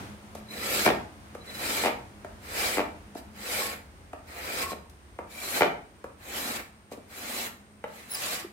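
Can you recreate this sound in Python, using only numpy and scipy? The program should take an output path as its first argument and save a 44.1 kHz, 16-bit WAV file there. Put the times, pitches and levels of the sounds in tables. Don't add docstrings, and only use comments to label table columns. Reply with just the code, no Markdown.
import sys
import numpy as np
from scipy import signal
from scipy.fft import rfft, irfft, next_fast_len
from scipy.io import wavfile
from scipy.ndimage import uniform_filter1d

SR = 44100
rng = np.random.default_rng(int(sys.argv[2]) if len(sys.argv) > 2 else 0)


def generate_wav(signal):
    frames = np.transpose(np.atleast_2d(signal))
    scaled = np.clip(frames, -1, 1) * 32767
    pcm = np.round(scaled).astype(np.int16)
    wavfile.write(sys.argv[1], SR, pcm)


N = 375732
TIME = np.arange(N) / SR

# f/Hz, level/dB
AIR_COLOUR = [(22, -1), (45, -17.5), (75, 2), (150, -4), (220, -6.5), (340, -7), (480, -11.5), (900, -12),
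              (2000, -17), (4000, -25), (7500, -29), (12000, -33.5), (16000, -40)]
# t/s, level/dB
ECHO_THEN_AIR = [(0, -40), (.2, -48.5), (2, -50), (5, -54.5), (8.5, -56)]
# t/s, rumble/dB, drone/dB
MOTOR_LEVELS = [(0.0, -58, -48), (0.9, -53.5, -49.5), (1.28, -59.5, -60), (2.6, -50.5, -56),
                (3.34, -55.5, -48), (4.24, -52, -67.5), (8.5, -68.5, -57.5)]
# t/s, f/Hz, level/dB
INSECT_SONG = [(0, 8880, -68.5), (3.4, 8900, -69.5), (3.9, 8750, -70.5), (8.5, 8700, -70.5)]
# t/s, level/dB, tick of the edge/dB, brightness/(dB per octave)
BLADE_TAPS = [(.3505, -29, -40, 0.5), (1.3485, -25.5, -46, -1.5), (2.2450, -24, -48, -1),
              (3.1500, -25, -47, -6.5), (4.1310, -23, -49, 0.5), (4.8970, -57, -46.5, 0),
              (5.1865, -21.5, -50, 1), (6.0405, -23.5, -47.5, 0), (6.9140, -30, -48, -6.5),
              (6.9220, -41, -44, 7), (6.9310, -33, -54, -6), (6.9720, -38, -54, -12),
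              (7.8390, -19, -47, 3.5)]
# f/Hz, level/dB
BAMBOO_MODES = [(245, -13.5), (320, -16), (440, -7.5), (585, -6.5), (760, -8), (880, -9.5), (1110, -12.5),
                (1330, -11), (1620, -12), (1950, -9.5), (2330, -6), (3000, -9), (3950, -12)]
# start/s, full speed/s, lift-off/s, hiss/dB, rasp/dB, swell/dB,
# easing off/dB, hollow low end/dB, top fizz/dB, blade ring/dB
BLADE_STROKES = [(0.514, 0.761, 0.86, -32, -32, 19.5, 2, 2.5, -1.5, 1),
                 (1.457, 1.72, 1.864, -33.5, -33.5, 26.5, 4, 1.5, -3.5, 0.5),
                 (2.429, 2.623, 2.774, -32.5, -30.5, 26, 6.5, -2.5, -3.5, -0.5),
                 (3.362, 3.551, 3.732, -34, -32, 23, 14, -3.5, -2, -3),
                 (4.286, 4.623, 4.623, -36, -33, 21.5, -4.5, 1, -3, -0.5),
                 (5.312, 5.573, 5.59, -34, -36, 20.5, -1, 0.5, 1, 1),
                 (6.211, 6.376, 6.565, -38, -36, 22, 2.5, 0, -1.5, -1),
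                 (7.114, 7.402, 7.46, -37, -36.5, 16.5, 5, -0.5, 0.5, -2.5),
                 (8.112, 8.262, 8.4, -35, -35, 13.5, 6, -6, -5, -4)]
# t/s, length/s, hiss/dB, rasp/dB
BLADE_GRAZES = [(0.377, 0.054, -59, -57), (0.86, 0.016, -39, -25.5), (1.506, .06, -64, -52),
                (1.644, 0.06, -46, -39), (3.18, 0.046, -50.5, -48), (4.39, .05, -79, -48.5),
                (4.71, 0.045, -42.5, -52), (5.568, 0.068, -68, -36), (6.6, 0.026, -62, -41.5),
                (6.932, 0.037, -56, -50), (7.468, 0.028, -58, -46), (7.99, 0.19, -55, -49)]
# f/Hz, level/dB
HISS_COLOUR = [(2000, -10.5), (3000, -2), (4300, -1), (5100, -2.5), (5800, -4.5), (7800, -1), (10000, -5.5),
               (12200, -1), (14000, -7.5), (16000, -12)]
# f/Hz, level/dB
RASP_COLOUR = [(60, -13), (150, -15.5), (240, -0.5), (480, -0.5), (780, 1), (980, -4.5), (1300, -2.5),
               (1900, 1), (2700, -5.5), (3600, -12), (6000, -17)]
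# f/Hz, width/Hz, boost/dB
BLADE_GRIP_PEAKS = [(483, 210, 3.5), (1100, 32, 0.5), (1333, 58, 8), (2345, 330, 6.5), (4030, 120, 6.5),
                    (4940, 340, 4), (8500, 590, 2)]
# f/Hz, width/Hz, boost/dB
HANDLE_GRIP_PEAKS = [(240, 62, 5.2), (583, 60, 3.8), (754, 250, 1.5), (1115, 210, 2.9), (1335, 80, 2.8),
                     (2330, 240, 6.2), (2610, 380, 1.9), (4020, 250, 4.3)]
# t/s, length/s, f/Hz, level/dB
SUNG_NOTES = [(.57, .14, 4000, -49), (.69, .09, 550, -44), (.861, .014, 2340, -28), (1.55, .18, 4000, -49),
              (2.670, .008, 2320, -33), (3.67, .12, 1100, -46), (4.625, .05, 2320, -43),
              (4.66, .13, 1088, -40), (5.39, .16, 2340, -51), (5.55, .05, 4020, -44), (6.45, .1, 4010, -50),
              (6.50, .1, 250, -52), (7.37, .3, 238, -52), (8.435, .06, 340, -52)]
# hardest blow/s, level/dB, crack/dB, brightness/(dB per octave),
# gap between blows/s, loss per bounce/dB, blows before, blows after (both rounded)
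STRIP_RATTLES = [(.8620, -7.5, -13, -1, 0.013, 2, -0.5, 3), (1.8574, -14.5, -21, 0.5, 0.011, 2.5, 2, 3),
                 (2.7911, -14.5, -26, -1, .0110, 4.5, 2, 2), (3.7290, -32.5, -38, -3, .012, 3, 0, -0.5),
                 (4.7290, -25, -42, -2.5, .012, 3, 1, 0), (5.6185, -8.4, -18.5, -0.1, 0.012, 4.5, 1, 3.5)]
# t/s, f/Hz, fundamental/dB, overtones/dB
SQUEAL_CURVE = [(8.111, 5220, -54, -38), (8.119, 5230, -45, -32), (8.127, 5430, -52, -44),
                (8.137, 5250, -49, -36), (8.149, 5100, -41, -41), (8.16, 4650, -38, -44),
                (8.175, 5200, -48, -53), (8.195, 5200, -48, -58)]
# f/Hz, t60/s
PORCH_DECAY = [(150, 0.68), (450, 0.4), (1000, 0.42), (2500, 0.37), (6000, 0.38), (14000, 0.26)]
# f/Hz, level/dB
ECHO_COLOUR = [(100, 8.5), (300, -0.5), (520, 2.5), (850, 6), (1500, 4.5), (3500, 2), (7000, -0.5),
               (15000, 5.5)]
# f/Hz, left-right correlation
STEREO_LIKENESS = [(60, 0.73), (250, 0.83), (450, 0.83), (700, 0.23), (1300, -0.22), (2400, -0.002),
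                   (4400, -0.092), (8000, -0.026), (15000, -0.036)]

# share of the swell, share of the easing off, release/(dB per s)
HISS_LAW, RASP_LAW = (0.99, 0.89, 405), (0.75, 0.53, 280)


def from_db(db):
    return 10 ** (np.asarray(db) / 20)


def rms_one(x):
    return x / np.sqrt(np.mean(x ** 2) + 1e-20)


def in_time(rows):
    s, *columns = np.transpose(rows)
    return [np.interp(TIME, s, column) for column in columns]


def at_hz(points, hz):
    known_hz, values = np.transpose(points)
    return np.interp(np.log(hz + 1e-9), np.log(known_hz), values)


def butter(x, hz, kind, order=2):
    sections = signal.butter(order, np.minimum(hz, SR / 2 - 100), kind, fs=SR, output="sos")
    return signal.sosfilt(sections, x + 1e-18)


def delayed(x, lag_s):
    return np.interp(TIME - lag_s, TIME, x, left=0)


def drift(rate_hz):
    steps = np.arange(0, N / SR + 1, 1 / (2 * rate_hz))
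    return rms_one(np.interp(TIME, steps, rng.standard_normal(N // 4)[:len(steps)]))


def narrow_noise(hz, width_hz):
    phase = 2 * np.pi * np.cumsum(hz + np.zeros(N)) / SR
    return drift(width_hz) * np.cos(phase) + drift(width_hz) * np.sin(phase)


def coloured(pair, colour, peaks=()):
    size = next_fast_len(pair.shape[1], True)
    hz = np.fft.rfftfreq(size, 1 / SR)
    boost_db = sum(db / (1 + (2 * (hz - centre) / width) ** 2) for centre, width, db in peaks)
    mid, side = rfft(pair, size) * from_db(at_hz(colour, hz) + boost_db) * (hz > 15)
    alike = np.clip(at_hz(STEREO_LIKENESS, hz), -1, 1)
    stereo = np.sqrt(1 + alike) * mid + np.sqrt(1 - alike) * side * [[1], [-1]]
    return rms_one(irfft(stereo, size)[:, :pair.shape[1]])


def echo_then_air(waver_db=0.5):
    gain = from_db(in_time(ECHO_THEN_AIR)[0] + waver_db * drift(5.6))
    return gain * coloured(rng.standard_normal((2, N)), AIR_COLOUR)


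def far_motor(rumble_trim_db=-1.0, drone_trim_db=-1.5):
    rumble_db, drone_db = in_time(MOTOR_LEVELS)
    rumble = from_db(rumble_db + rumble_trim_db) * narrow_noise(hz=69, width_hz=24)
    drone = from_db(drone_db + drone_trim_db) * narrow_noise(hz=209.8, width_hz=12)
    return rumble + drone


def insects():
    hz, level_db = in_time(INSECT_SONG)
    return from_db(level_db) * np.array([narrow_noise(hz, width_hz=400) for side in range(2)])


def blows(rows, soft_hz, low_cut_hz, crack_band_hz, crack_s, floor_echo, uneven_db, bend_lag_s, t60_s):
    hz, mode_db = np.transpose(BAMBOO_MODES)[:, :, None]
    octaves, t = np.log2(hz / 700), TIME[:int(0.2 * SR)]
    body, clicks = np.zeros((2, 2, N))
    for s, level_db, crack_db, brightness in rows:
        at = round(s * SR)
        detune, *uneven = rng.standard_normal((3, *hz.shape))
        loaded_hz = hz * (1 + 0.03 * detune)
        arrival_s = rng.uniform(0.41, 1, hz.shape) * bend_lag_s * np.sqrt(hz[0] / hz)
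        age = np.maximum(t - arrival_s, 0)
        decay = np.exp(-np.log(1000) * age * 2 ** (octaves / 2) / t60_s)
        modes = np.sin(2 * np.pi * loaded_hz * age) * decay
        strengths = from_db(level_db + mode_db + brightness * octaves + uneven_db * np.array(uneven))
        body[:, at:at + len(t)] += (strengths * rng.choice([-1, 1], hz.shape) * modes).sum(axis=1)
        clicks[:, at] = from_db(crack_db)
    body = butter(butter(body, soft_hz, "low"), low_cut_hz, "high")
    burst = signal.lfilter([1], [1, -np.exp(-1 / (crack_s * SR))], clicks + 1e-18)
    left, right = body + butter(burst * rng.standard_normal((2, N)), crack_band_hz, "band")
    return np.array([left + floor_echo * delayed(left, lag_s=0.002945),
                     delayed(right, lag_s=0.00012) + floor_echo * delayed(right, lag_s=0.003366)])


def blade_taps():
    return blows(BLADE_TAPS, soft_hz=1150, low_cut_hz=300, crack_band_hz=[2200, 13000], crack_s=0.0059,
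                 floor_echo=0.21, uneven_db=2.0, bend_lag_s=0.00757, t60_s=0.025)


def stroke_db(start_s, full_s, lift_s, swell_db, easing_db, law, bite_db_per_s=478):
    swell_share, easing_share, release_db_per_s = law
    to_go = np.clip((full_s - TIME) / (full_s - start_s), 0, 1) ** 1.286
    past = np.clip((TIME - full_s) / (lift_s - full_s), 0, 1)
    attack_db = bite_db_per_s * np.maximum(start_s - TIME, 0)
    release_db = release_db_per_s * np.maximum(TIME - lift_s, 0)
    return -swell_share * swell_db * to_go - easing_share * easing_db * past ** 2 - attack_db - release_db


def contact():
    hiss, rasp = np.zeros((2, N))
    for start_s, full_s, lift_s, hiss_db, rasp_db, swell_db, easing_db, *_ in BLADE_STROKES:
        hiss += from_db(hiss_db + stroke_db(start_s, full_s, lift_s, swell_db, easing_db, HISS_LAW))
        rasp += from_db(rasp_db + stroke_db(start_s, full_s, lift_s, swell_db, easing_db, RASP_LAW))
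    for s, length_s, hiss_db, rasp_db in BLADE_GRAZES:
        touch = np.exp(-(2 * (TIME - s) / length_s) ** 2)
        hiss += from_db(hiss_db) * touch
        rasp += from_db(rasp_db) * touch
    return hiss, rasp


def fibres(per_s, spread_db, friction):
    snaps = (rng.random(N) < per_s / SR) * from_db(spread_db * np.minimum(rng.exponential(1, N), 4))
    return rms_one(snaps * rng.standard_normal((2, N))) + friction * rng.standard_normal((2, N))


def gripped(friction, colour, regrip_s=5.0):
    before, after = np.split(friction, [int(regrip_s * SR)], axis=1)
    return np.hstack([coloured(before, colour, BLADE_GRIP_PEAKS),
                      coloured(after, colour, HANDLE_GRIP_PEAKS)])


def blade_tilt():
    held = [(s, *row[-3:]) for start_s, _, lift_s, *row in BLADE_STROKES for s in (start_s, lift_s)]
    return from_db(in_time(held))


def scrape(judder_db=0.5, grain_db=0.82, hiss_trim_db=3.0):
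    hiss_gain, rasp_gain = contact()
    judder = from_db(judder_db * drift(170) + grain_db * drift(30))
    hiss = gripped(judder * fibres(per_s=14000, spread_db=2.5, friction=1.52), HISS_COLOUR)
    rasp = gripped(judder * fibres(per_s=6000, spread_db=2.0, friction=1.6), RASP_COLOUR)
    hollow, fizz, blade_ring = blade_tilt()
    rasp += (hollow - 1) * butter(rasp, hz=840, kind="low", order=1)
    hiss += (fizz - 1) * butter(hiss, hz=8850, kind="high", order=1)
    cut = from_db(hiss_trim_db) * hiss_gain * hiss + rasp_gain * rasp
    return cut + (blade_ring - 1) * butter(cut, hz=[2130, 2520], kind="band", order=1)


def shifting_resonances(x, depth_db, onset_hz, size=512):
    hz, _, frames = signal.stft(x, SR, nperseg=size)
    patches = rng.standard_normal(frames.shape[1:])
    patches = uniform_filter1d(uniform_filter1d(patches, size=3, axis=0), size=5, axis=1)
    gain = from_db(depth_db * (hz / (hz + onset_hz))[:, None] * rms_one(patches))
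    gain /= np.sqrt(np.mean(gain ** 2, axis=1, keepdims=True))
    return signal.istft(frames * gain, nperseg=size)[1][:, :N]


def singing(waver_hz=11, flutter_db=6.0):
    tone = np.zeros(N)
    wander = 2 * np.pi * np.cumsum(waver_hz * drift(60)) / SR
    for s, length_s, hz, level_db in SUNG_NOTES:
        near = np.abs(TIME - s) < 2 * length_s
        swell = np.exp(-(2 * (TIME[near] - s) / length_s) ** 2)
        phase = 2 * np.pi * hz * TIME[near] + wander[near]
        tone[near] += from_db(level_db) * swell * np.sqrt(2) * np.sin(phase)
    tone *= from_db(flutter_db * drift(50))
    return np.array([tone, delayed(tone, lag_s=0.00007)])


def strip_rattles(build_db=1.5, crack_loss_db=3):
    bounces = []
    for s, level_db, crack_db, brightness, gap_s, loss_db, before, after in STRIP_RATTLES:
        for k in range(-round(before), round(after) + 1):
            bounces.append((s + k * gap_s, level_db + min(build_db * k, -loss_db * k),
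                            crack_db + min(build_db * k, -crack_loss_db * k), brightness))
    knocks = blows(bounces, soft_hz=2810, low_cut_hz=194, crack_band_hz=[600, 3900], crack_s=0.0054,
                   floor_echo=0.14, uneven_db=2.5, bend_lag_s=0.00582, t60_s=0.031)
    return knocks * from_db([[0.6], [-0.9]])


def squeal(jitter=0.022, flutter_db=3.5, third_db=-3, trim_db=-0.5, fade_db_per_s=1200):
    hz, first_db, upper_db = in_time(SQUEAL_CURVE)
    phase = 2 * np.pi * np.cumsum(hz * (1 + jitter * drift(700))) / SR
    overtones = np.sin(2 * phase) + from_db(third_db) * np.sin(3 * phase)
    tone = from_db(first_db) * np.sin(phase) + from_db(upper_db) * overtones
    outside_s = np.abs(TIME - np.clip(TIME, SQUEAL_CURVE[0][0], SQUEAL_CURVE[-1][0]))
    fade_db = fade_db_per_s * np.minimum(outside_s, 0.5)
    tone *= np.sqrt(2) * from_db(trim_db + flutter_db * drift(120) - fade_db)
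    return np.array([tone, delayed(tone, lag_s=0.000204)])


def porch(send, build_s=0.0024):
    t = TIME[:SR]
    noise = coloured(rng.standard_normal((2, SR)), ECHO_COLOUR)
    spectrum, hz = rfft(noise), np.fft.rfftfreq(SR, 1 / SR)
    edges_hz = np.geomspace(40, SR / 2, 13)
    tail = np.zeros((2, SR))
    for low, high in zip(edges_hz, edges_hz[1:]):
        band = irfft(spectrum * (hz >= low) * (hz < high), SR)
        tail += band * np.exp(-np.log(1000) * t / at_hz(PORCH_DECAY, np.sqrt(low * high)))
    tail = rms_one(tail * (1 - np.exp(-t / build_s))) / np.sqrt(SR)
    return signal.fftconvolve(send[1:], tail, axes=1)[:, :N]


def scene():
    shaving = shifting_resonances(scrape(), depth_db=3.5, onset_hz=1110)
    tones = singing() + squeal()
    taps, rattles = blade_taps(), strip_rattles()
    send = from_db(-6) * shaving + from_db(-13) * tones + from_db(-1.5) * taps + from_db(-3) * rattles
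    return taps + shaving + tones + rattles + porch(send) + echo_then_air() + far_motor() + insects()


def record(dry, ceiling=0.8, top_hz=15850):
    thinned = butter(dry, hz=36.8, kind="high", order=3)
    rounded = ceiling * np.tanh(thinned / ceiling)
    return signal.sosfilt(signal.ellip(12, 0.1, 80, top_hz, fs=SR, output="sos"), rounded)


dry = scene()
out = record(dry)
generate_wav(out)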